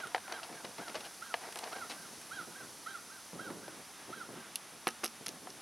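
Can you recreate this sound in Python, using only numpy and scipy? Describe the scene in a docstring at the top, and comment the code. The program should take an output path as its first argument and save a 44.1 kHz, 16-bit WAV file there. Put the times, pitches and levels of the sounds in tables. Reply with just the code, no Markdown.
"""Knocks, scrapes and sharp clicks: a steel ratchet handle is drawn out of its cardboard box, outdoors.
The handle bumps and rubs the box while hands rumble, then lands twice on a plastic tray, making it ring.
Its loose ratchet clicks as the pawl (a small catch) snaps against the toothed wheel.
A bird repeats one rising and falling note and a far wall echoes it, all over a steady hiss."""
import sys
import numpy as np
from scipy import signal
from scipy.fft import rfft, irfft
from scipy.io import wavfile
from scipy.ndimage import uniform_filter1d

SR = 44100
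rng = np.random.default_rng(int(sys.argv[2]) if len(sys.argv) > 2 else 0)


def generate_wav(signal):
    """Clip the signal to [-1, 1] and save it as 16-bit WAV at the path in sys.argv[1]."""
    frames = np.transpose(np.atleast_2d(signal))
    scaled = np.clip(frames, -1, 1) * 32767
    pcm = np.round(scaled).astype(np.int16)
    wavfile.write(sys.argv[1], SR, pcm)


N = 247621
T = np.arange(N) / SR

# the tones (modes) the box rings at: f/Hz, level/dB, t60/s (the time to fade by 60 dB)
BOX_MODES = [(487, -7, 0.051), (680, 0.5, 0.053), (770, -1, 0.02), (918, 1, 0.026), (1210, -3.5, 0.04),
             (1520, 4, 0.0067), (1660, 1, 0.026), (1806, -0.5, 0.025), (2000, 3.5, 0.013),
             (2350, -8.5, 0.026), (2920, 7.5, 0.0088)]
# the dull tone of a scuff or thud: f/Hz, level/dB
SCUFF = [(100, -42), (250, -1.5), (400, -0.5), (600, -1.5), (800, 3), (1000, -2.5), (1400, -5), (2200, -5),
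         (3000, -22.5), (5000, -18), (9000, -42)]


def box_knocks():
    """The handle bumps the cardboard box, which rings briefly."""
    # t/s, level/dB, hardness/Hz, crack/dB, stiffness of the spot (multiplies the pitch)
    bumps = [(.1471, -16, 870, -5, 1.1), (.1595, -37, 1480, 5, 1.1), (.1655, -28, 600, -23, 1),
             (.1795, -33, 2000, 0.5, 1.1), (.2795, -32, 1490, -10, 1.15), (.6445, -29.5, 500, -8, 0.75),
             (.9455, -28, 1300, -5, 0.91), (.9535, -25, 990, -7, 0.93), (1.3408, -16.5, 2560, -9, 1),
             (1.66, -32, 890, -19, 0.93), (3.6795, -32, 900, -10, 0.82), (5.471, -31, 1260, -23, 1.08)]
    return knocks(bumps, BOX_MODES, crack_t60=0.023, thud_db=-21, thud_t60=0.021)


def tray_knocks():
    """The handle lands and bounces on the plastic tray, which rings and thuds."""
    # t/s, level/dB, hardness/Hz, crack/dB, stiffness of the spot (multiplies the pitch)
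    blows = [(.797, -51, 250, -17, 0.96), (3.503, -28.5, 600, -12, 0.67), (4.8705, -17, 3500, 0, 0.94),
             (4.8778, -29, 1200, -14, 1.0), (4.8808, -36, 3920, 5, 1), (4.887, -33, 3500, 7, 0.91),
             (5.0346, -26, 1100, -7, 0.94), (5.038, -25.5, 1810, -6, 0.91), (5.0425, -33.5, 1600, 2, 0.88),
             (5.057, -32.5, 3000, 3, 1), (5.264, -34, 2500, -1, 0.99), (5.2845, -44, 2000, -3, 0.9)]
    # the tones the tray rings at: f/Hz, level/dB, t60/s
    tray_modes = [(244, -14, 0.16), (401, -5, 0.055), (540, -7.5, 0.055), (720, -22.5, 0.037),
                  (825, -6, 0.048), (1030, -25, 0.034), (1270, -8, 0.017), (1350, -17, 0.18),
                  (1450, -2, 0.01), (1550, -4, 0.019), (1930, 1, 0.017), (2070, -8, 0.031),
                  (2340, -4, 0.02), (2550, -10, 0.049), (2720, -3, 0.017), (2880, -5.5, 0.05),
                  (3650, -17, 0.05)]
    return knocks(blows, tray_modes, crack_t60=0.013, thud_db=-8.5, thud_t60=0.052)


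def knocks(blows, modes, crack_t60, thud_db, thud_t60):
    """Each blow rings a body's main tones, thuds in its many short-lived ones and cracks where it hits."""
    # the tone of the sharp contact: f/Hz, level/dB
    crack = [(120, -40), (350, -2), (700, -4), (1500, 9), (3000, -1.5), (4200, 2), (6000, -9.5),
             (7500, -20), (10500, -21), (15000, -36)]
    out = np.zeros(N)
    for s, db, hardness_hz, crack_db, stiffness in blows:
        add(out, s, amp(db) * ring(modes, hardness_hz, stiffness))
        add(out, s, amp(db + thud_db) * burst(SCUFF, thud_t60))
        add(out, s, amp(db + crack_db) * burst(crack, crack_t60))
    return out


def ratchet(pawl_t60=0.0097, wheel_t60=0.0096, plate_t60=0.015):
    """The pawl snaps, then the wheel knocks against it; both ring the steel parts, damped by the hand."""
    # t/s, snap level/dB, gap before the knock/s, knock level/dB
    clicks = [(4.557, -18.5, 0.0029, -33), (4.871, -30, 0.0023, -46), (4.8791, -21.5, 0.0084, -28),
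              (4.903, -36, .0045, -40), (5.035, -39, 0.0047, -27), (5.0439, -18.5, .007, -28),
              (5.0571, -26.5, .005, -26.5), (5.0778, -41, 0.00103, -37), (5.2623, -27, 0.0047, -26.5),
              (5.2828, -25, 0.0071, -29), (5.501, -50, 0.0023, -38)]
    # the ring of the pawl, the wheel and the handle's plate: f/Hz, level/dB
    pawl = [(5000, -27), (7500, -11), (9000, -1), (10100, 5), (11100, 1.5), (12500, -8), (14000, -31),
            (16000, -33)]
    wheel = [(2500, -27), (3700, -1), (5000, 3.5), (5700, 8.5), (6400, 3.5), (7100, -26), (10000, -32)]
    plate = [(900, -34), (1900, -12), (2400, -14), (2750, 7), (3200, -3), (3700, -6), (4500, -7),
             (7000, -33)]
    # how strongly a snap or a knock rings each part: pawl/dB, wheel/dB, plate/dB
    snap_blend = (0.5, -6.5, -6.5)
    knock_blend = (-7, 3.5, -9)
    parts = ((pawl, pawl_t60), (wheel, wheel_t60), (plate, plate_t60))
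    out = np.zeros(N)
    for s, snap_db, gap_s, knock_db in clicks:
        for at, db, blend in ((s, snap_db, snap_blend), (s + gap_s, knock_db, knock_blend)):
            for part_db, (tone, t60) in zip(blend, parts):
                add(out, at, amp(db + part_db) * burst(tone, t60))
    return out


def scraping(rasp_db=-11, hollow_db=-1, lumps_db=3.0, slip_body_db=-8, slip_fizz_db=-11):
    """Steel sticks and slips on cardboard: pulls scuff and ring the box, quick slips rasp and fizz."""
    # pulls of the handle along the box: t/s, length/s, level/dB
    pulls = [(-.01, .09, -52.5), (.29, 0.059, -43), (.37, 0.16, -52), (.505, 0.1, -52.5),
             (.66, 0.07, -55.5), (.78, .035, -46.5), (.87, 0.028, -50.5), (.96, 0.15, -55),
             (1.36, 0.074, -50), (1.42, 0.032, -42.5), (1.545, 0.28, -46.5), (1.895, 0.061, -51.5)]
    # quick slips of the steel edge: t/s, length/s, level/dB, brightness/dB
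    slips = [(0, 0.0084, -49.5, -16.5), (0.07, 0.0062, -43, 5), (0.3222, 0.0053, -34, -3),
             (0.428, 0.022, -45.5, 2), (0.647, 0.0097, -41, -7), (0.777, 0.019, -48.5, -10.5),
             (0.878, 0.0085, -43.5, -4), (0.894, 0.0094, -44, 1), (0.947, 0.026, -42, -8),
             (1.002, 0.014, -46, -3), (1.039, 0.038, -49, 2), (1.523, 0.0049, -40, 9),
             (1.556, .005, -40, 8), (1.572, 0.0042, -44, 12), (1.587, 0.0063, -39.5, 9.5),
             (1.634, 0.013, -42.5, -6.5), (1.891, 0.042, -43, 1.5), (2.213, .0055, -53, 15)]
    # the edge's rough rasp and its high fizz: f/Hz, level/dB
    rasp_tone = [(200, -49), (700, -4), (1500, -2), (2200, -1), (2900, 5), (3400, -2), (4000, 1.5),
                 (6000, -4), (7200, -14), (10500, -27), (15000, -34)]
    fizz_tone = [(3000, -8), (7000, -8), (8700, 2), (11500, -2), (13000, -14), (16000, -29)]
    hollow = unit(signal.oaconvolve(grains(2200, 5.8), ring(BOX_MODES, hardness_hz=850))[:N])
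    body = unit(colour(grains(2500, 4.4), SCUFF) + amp(hollow_db) * hollow)
    rasp = colour(grains(5000, 7.3), rasp_tone)
    fizz = colour(grains(5000, 2.9), fizz_tone)
    catching = unit(amp(lumps_db * wander(N, 56)))  # the slide catches and lets go
    coarse_rasp = colour(grains(700, 2.7), rasp_tone)
    pull = strokes(pulls, attack_s=0.013, sag_db=3.5, release_s=0.045)
    out = pull * catching * (body + amp(rasp_db) * coarse_rasp)
    for s, length, db, bright_db in slips:
        start, span = round(s * SR), int(1.65 * length * SR)  # a slip dies away after its stroke
        progress = np.linspace(0, 1, span)
        swell = np.minimum(progress / 0.16, 1) * np.cos(np.pi * progress / 2) ** 2
        for part, part_db in ((body, slip_body_db - bright_db), (rasp, 0), (fizz, slip_fizz_db + bright_db)):
            add(out, s, amp(db + part_db) * swell * unit(part[start:start + span]))
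    return out


def handling(lumps_db=1.15, apart_db=-13, grip_db=-67):
    """Hands and box rub with a dull, lumpy sound; the grip is never quite still."""
    # hands rub and shift the box: t/s, length/s, level/dB
    rubs = [(.04, 0.044, -51.5), (.495, 0.06, -50.5), (.635, 0.059, -50.5), (.785, 0.025, -45),
            (.89, 0.1, -56), (1.6, 0.073, -60), (1.74, 1, -60.5), (2.39, 0.042, -52), (2.465, 0.048, -50.5),
            (2.6, 0.052, -52), (2.76, .3, -64.5), (3.325, 0.16, -48), (3.475, 0.087, -45.5),
            (3.57, 0.24, -53), (4.075, 0.045, -49), (4.15, 0.2, -56), (4.285, .12, -49.5),
            (4.46, 0.017, -52.5), (4.71, 0.066, -59.5), (5.195, 0.044, -52), (5.265, 0.093, -52.5),
            (5.4, .075, -51), (5.49, 0.11, -57)]
    # the tone of the rubbing: f/Hz, level/dB
    rumble = [(40, -34), (90, -12.5), (170, -1), (350, -1), (520, -4.5), (800, -10.5), (1300, -17),
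              (2500, -36), (5000, -49)]
    mid, side = (colour(grains(1200, 4.0), rumble) for _ in range(2))
    rub = unit(stereo(mid, amp(apart_db) * side) * amp(lumps_db * wander(N, 49)))
    movement = strokes(rubs, attack_s=0.0075, sag_db=3.0, release_s=0.019)
    return np.hypot(amp(grip_db), movement) * rub


def bird(jitter=0.01, flutter_db=2.5, harmonics=6):
    """Each note rises and falls with a slight quaver, sweeping its harmonics through the throat's peaks."""
    # t/s, length/s, level/dB, pitch multiplier, stress on the top of the note/dB
    notes = [(-.046, 0.11, -44.5, 1.03, -2), (0.305, 0.11, -49, 1.01, 10), (0.786, 0.12, -50.5, 1, 5),
             (1.212, 0.13, -48.5, 1.01, 0), (1.716, 0.14, -46.5, 1, -1), (2.304, 0.122, -44, 1.013, 2.5),
             (2.859, .123, -44.5, 1.0, 0.5), (3.385, 0.12, -47, 1.01, 2), (4.122, 0.12, -46.5, 1.01, -6.5)]
    # the shape of one note: share of its length, f/Hz, level/dB
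    note_shape = [(0, 585, -5), (.11, 672, 2), (.185, 755, 0), (.28, 797, 0), (.39, 808, 0), (.6, 765, -1),
                  (.81, 678, 1), (1, 590, -9)]
    # the throat and the path through the yard favour the second harmonic: f/Hz, level/dB
    throat = [(600, -28), (790, -23), (1120, -10), (1370, 0), (1510, -5), (1630, -11), (1900, -15),
              (2200, -27), (2950, -30), (3250, -17), (3550, -30), (3850, -19), (4150, -28), (5000, -36)]
    share, pitch, shape_db = np.transpose(note_shape)
    out = np.zeros(N)
    for s, length, db, factor, crest_db in notes:
        size = int(length * SR)
        progress = np.linspace(0, 1, size)
        arch = uniform_filter1d(np.interp(progress, share, pitch), size=300)
        hz = factor * arch * (1 + jitter * wander(size, 200))
        phase = 2 * np.pi * np.cumsum(hz) / SR
        tone = sum(amp(read(throat, k * hz)) * np.sin(k * phase) for k in range(1, harmonics + 1))
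        crest = ((arch - arch.min()) / np.ptp(arch)) ** 2
        swell_db = np.interp(progress, share, shape_db) + crest_db * crest
        swell = amp(swell_db + flutter_db * wander(size, 110))
        add(out, s, amp(db) * unit(tone * swell * signal.windows.tukey(size, .08)))
    return out


def yard(call, near_s=.035, near_db=-14, far_s=.231, far_scatter_db=-6):
    """Nearby surfaces roughen a call, a near and a far wall repeat it, and a soft tail follows."""
    # what the long path to the far wall and back does to the tone: f/Hz, gain/dB
    far_path = [(700, -24), (1250, -16), (1420, -14.5), (1580, -4.5), (2000, -14), (4000, -17)]
    far_gain = amp(read(far_path, np.fft.rfftfreq(N, 1 / SR)))
    near, far = np.zeros((2, N))
    add(near, near_s, amp(near_db) * call)
    add(far, far_s, irfft(rfft(call) * far_gain, N))
    scatter = amp(-15) * echoes(call, t60=.09, apart=.2)
    tail = amp(-11.5) * echoes(call, t60=.7, apart=.2)
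    far_scatter = amp(far_scatter_db) * echoes(far, t60=0.3, apart=0.18)
    return call + scatter + near + tail + far + far_scatter


def echoes(x, t60, apart, per_s=2000):
    """Many scattered reflections, nearly alike at the two close microphones."""
    t = np.arange(SR) / SR
    taps = rng.standard_normal((2, SR)) * (rng.random(SR) < per_s / SR)
    taps *= (t > .004) * amp(-60 * t / t60)
    mid, side = (signal.fftconvolve(x, tap / np.linalg.norm(tap))[:N] for tap in taps)
    return stereo(mid, apart * side)


def background(air_db=-56, drift_db=0.97, rumble_db=-71):
    """Distant outdoor noise that drifts a little, microphone hiss and a faint low rumble."""
    # the tone of each of the three noises: f/Hz, level/dB
    air_tone = [(25, -30), (60, -14), (120, -10.5), (250, -2.5), (450, -8), (750, -2), (1100, -2.5),
                (1600, -4), (2500, -7), (3800, -8), (5000, -44)]
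    hiss_tone = [(3000, -12), (3900, -4), (4200, -1), (6200, 1.5), (7000, -4), (8000, -3), (9000, -1),
                 (10400, 1), (11300, -3), (12500, -11), (14000, -15.5), (16000, -22)]
    rumble_tone = [(15, -15), (35, -8), (70, 3.5), (140, 1), (280, -6.5), (600, -6.5), (1200, -7),
                   (3000, -52)]
    # the loudness of the hiss: t/s, level/dB
    hiss_levels = [(0.0, -54.5), (1.8, -52), (4.66, -55.5), (5.61, -55)]
    # how alike left and right are: f/Hz, likeness (1 = the same)
    likeness = [(100, 0.96), (1000, 1), (3800, 1), (5000, 1), (6500, 0.78), (8000, 0.31), (9500, 0.79),
                (10500, 1), (15000, 1)]
    same = read(likeness, np.fft.rfftfreq(N, 1 / SR))
    left, other = rfft(rng.standard_normal((2, N)))
    pair = irfft([left, same * left + np.sqrt(1 - same ** 2) * other], N)
    air_gain = amp(air_db + drift_db * wander(N, 5.1))
    hiss_gain = amp(np.interp(T, *np.transpose(hiss_levels)))
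    air = np.array([colour(noise, air_tone) for noise in pair])
    hiss = np.array([colour(noise[::-1], hiss_tone) for noise in pair])  # reversed: unrelated to the air
    rumble = np.array([colour(noise, rumble_tone) for noise in rng.standard_normal((2, N))])
    return air_gain * air + hiss_gain * hiss + amp(rumble_db) * rumble


def ring(modes, hardness_hz, stiffness=1, size=12000):
    """A struck body rings in fading tones; a soft blow barely stirs the high ones."""
    t = np.arange(size) / SR
    hz, db, t60 = np.transpose(modes)[:, :, None]
    sign = rng.choice([-1, 1], hz.shape)  # depends on the spot that is hit
    strength = sign / np.hypot(1, (hz / hardness_hz) ** 2)
    tones = strength * amp(db - 60 * t / t60) * np.sin(2 * np.pi * hz * stiffness * t)
    wave = low_cut(tones.sum(0), 0.85 * hz.min())  # a small body gives off little below its lowest tone
    return 4.68 * wave / np.linalg.norm(wave)


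def burst(tone, t60, size=4096):
    """Closely packed tones that start at once and die together."""
    t = np.arange(size) / SR
    noise = irfft(np.exp(2j * np.pi * rng.random(size // 2 + 1)))
    fade = amp(-60 * t / t60) * (1 - np.exp(-t / 0.0001))
    return unit(colour(noise, tone) * fade) * np.sqrt(np.mean(fade ** 2)) / 2


def grains(per_s, spread_db):
    """Sticking and slipping makes a random train of tiny clicks of uneven size."""
    sizes = amp(spread_db * np.minimum(rng.exponential(1, N), 3)) * rng.choice([-1, 1], N)
    return sizes * (rng.random(N) < per_s / SR)


def strokes(moves, attack_s, sag_db, release_s):
    """The loudness of hand movements: each swells, eases off along its length and dies away."""
    power = np.zeros(N)
    for s, length, db in moves:
        t = T - s
        held = np.clip(t / attack_s, 0, 1) * amp(db - sag_db * np.clip(t / length, 0, 1))
        release = np.exp(-np.maximum(t - length, 0) / release_s)
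        power += (held * release) ** 2
    return np.sqrt(power)


def amp(db):
    """Turns decibels into a gain."""
    return 10 ** (np.asarray(db) / 20)


def unit(x):
    """Scales x to an average size (rms) of 1."""
    return x / np.sqrt(np.mean(x ** 2) + 1e-20)


def read(points, hz):
    """Looks up a table's value at hz, on a log-frequency axis."""
    f, value = np.transpose(points)
    return np.interp(np.log(hz + 1), np.log(f + 1), value)


def colour(x, tone):
    """Filters x by a table of frequencies and levels, at rms 1."""
    gain = amp(read(tone, np.fft.rfftfreq(len(x), 1 / SR)))
    return unit(irfft(rfft(x) * gain, len(x)))


def low_cut(x, hz):
    """Weakens the bass below hz."""
    return signal.sosfilt(signal.butter(2, hz, "highpass", fs=SR, output="sos"), x)


def wander(size, hz):
    """A smooth random wobble, up to about hz, at rms 1."""
    f = np.fft.rfftfreq(size, 1 / SR)
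    return unit(irfft(rfft(rng.standard_normal(size)) * np.exp(-(f / hz) ** 2), size))


def add(mix, s, sound):
    """Adds a sound to the mix at s seconds."""
    start = round(s * SR)
    sound = sound[max(-start, 0):]
    part = mix[max(start, 0):][:len(sound)]
    part += sound[:len(part)]


def stereo(mid, side):
    """Left and right share mid and differ by side."""
    return np.array([mid + side, mid - side])


def place(x, left_db):
    """Makes the left channel left_db louder than the right."""
    return x * amp([[left_db / 2], [-left_db / 2]])


def scene():
    """The unpacking close in front, the bird off to the right in the yard."""
    box = box_knocks() + scraping()
    tool = tray_knocks() + ratchet()
    distant = place(amp(-1.7) * yard(bird()), left_db=-4)
    close = place(box, left_db=1.0) + place(tool, left_db=-2.05) + place(handling(), left_db=-0.4)
    reflections = amp(-17.0) * echoes(box + tool, t60=0.11, apart=0.067)
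    return close + reflections + distant + place(background(), left_db=-0.5)


def record(dry, low_cut_hz=70, high_cut_hz=16050):
    """The microphones lose the deepest bass, and the recorder the highest treble."""
    high_cut = signal.firwin(511, high_cut_hz, window=("kaiser", 9), fs=SR)
    return signal.oaconvolve(low_cut(dry, low_cut_hz), high_cut[None], "same")


dry = scene()
out = record(dry)
generate_wav(out)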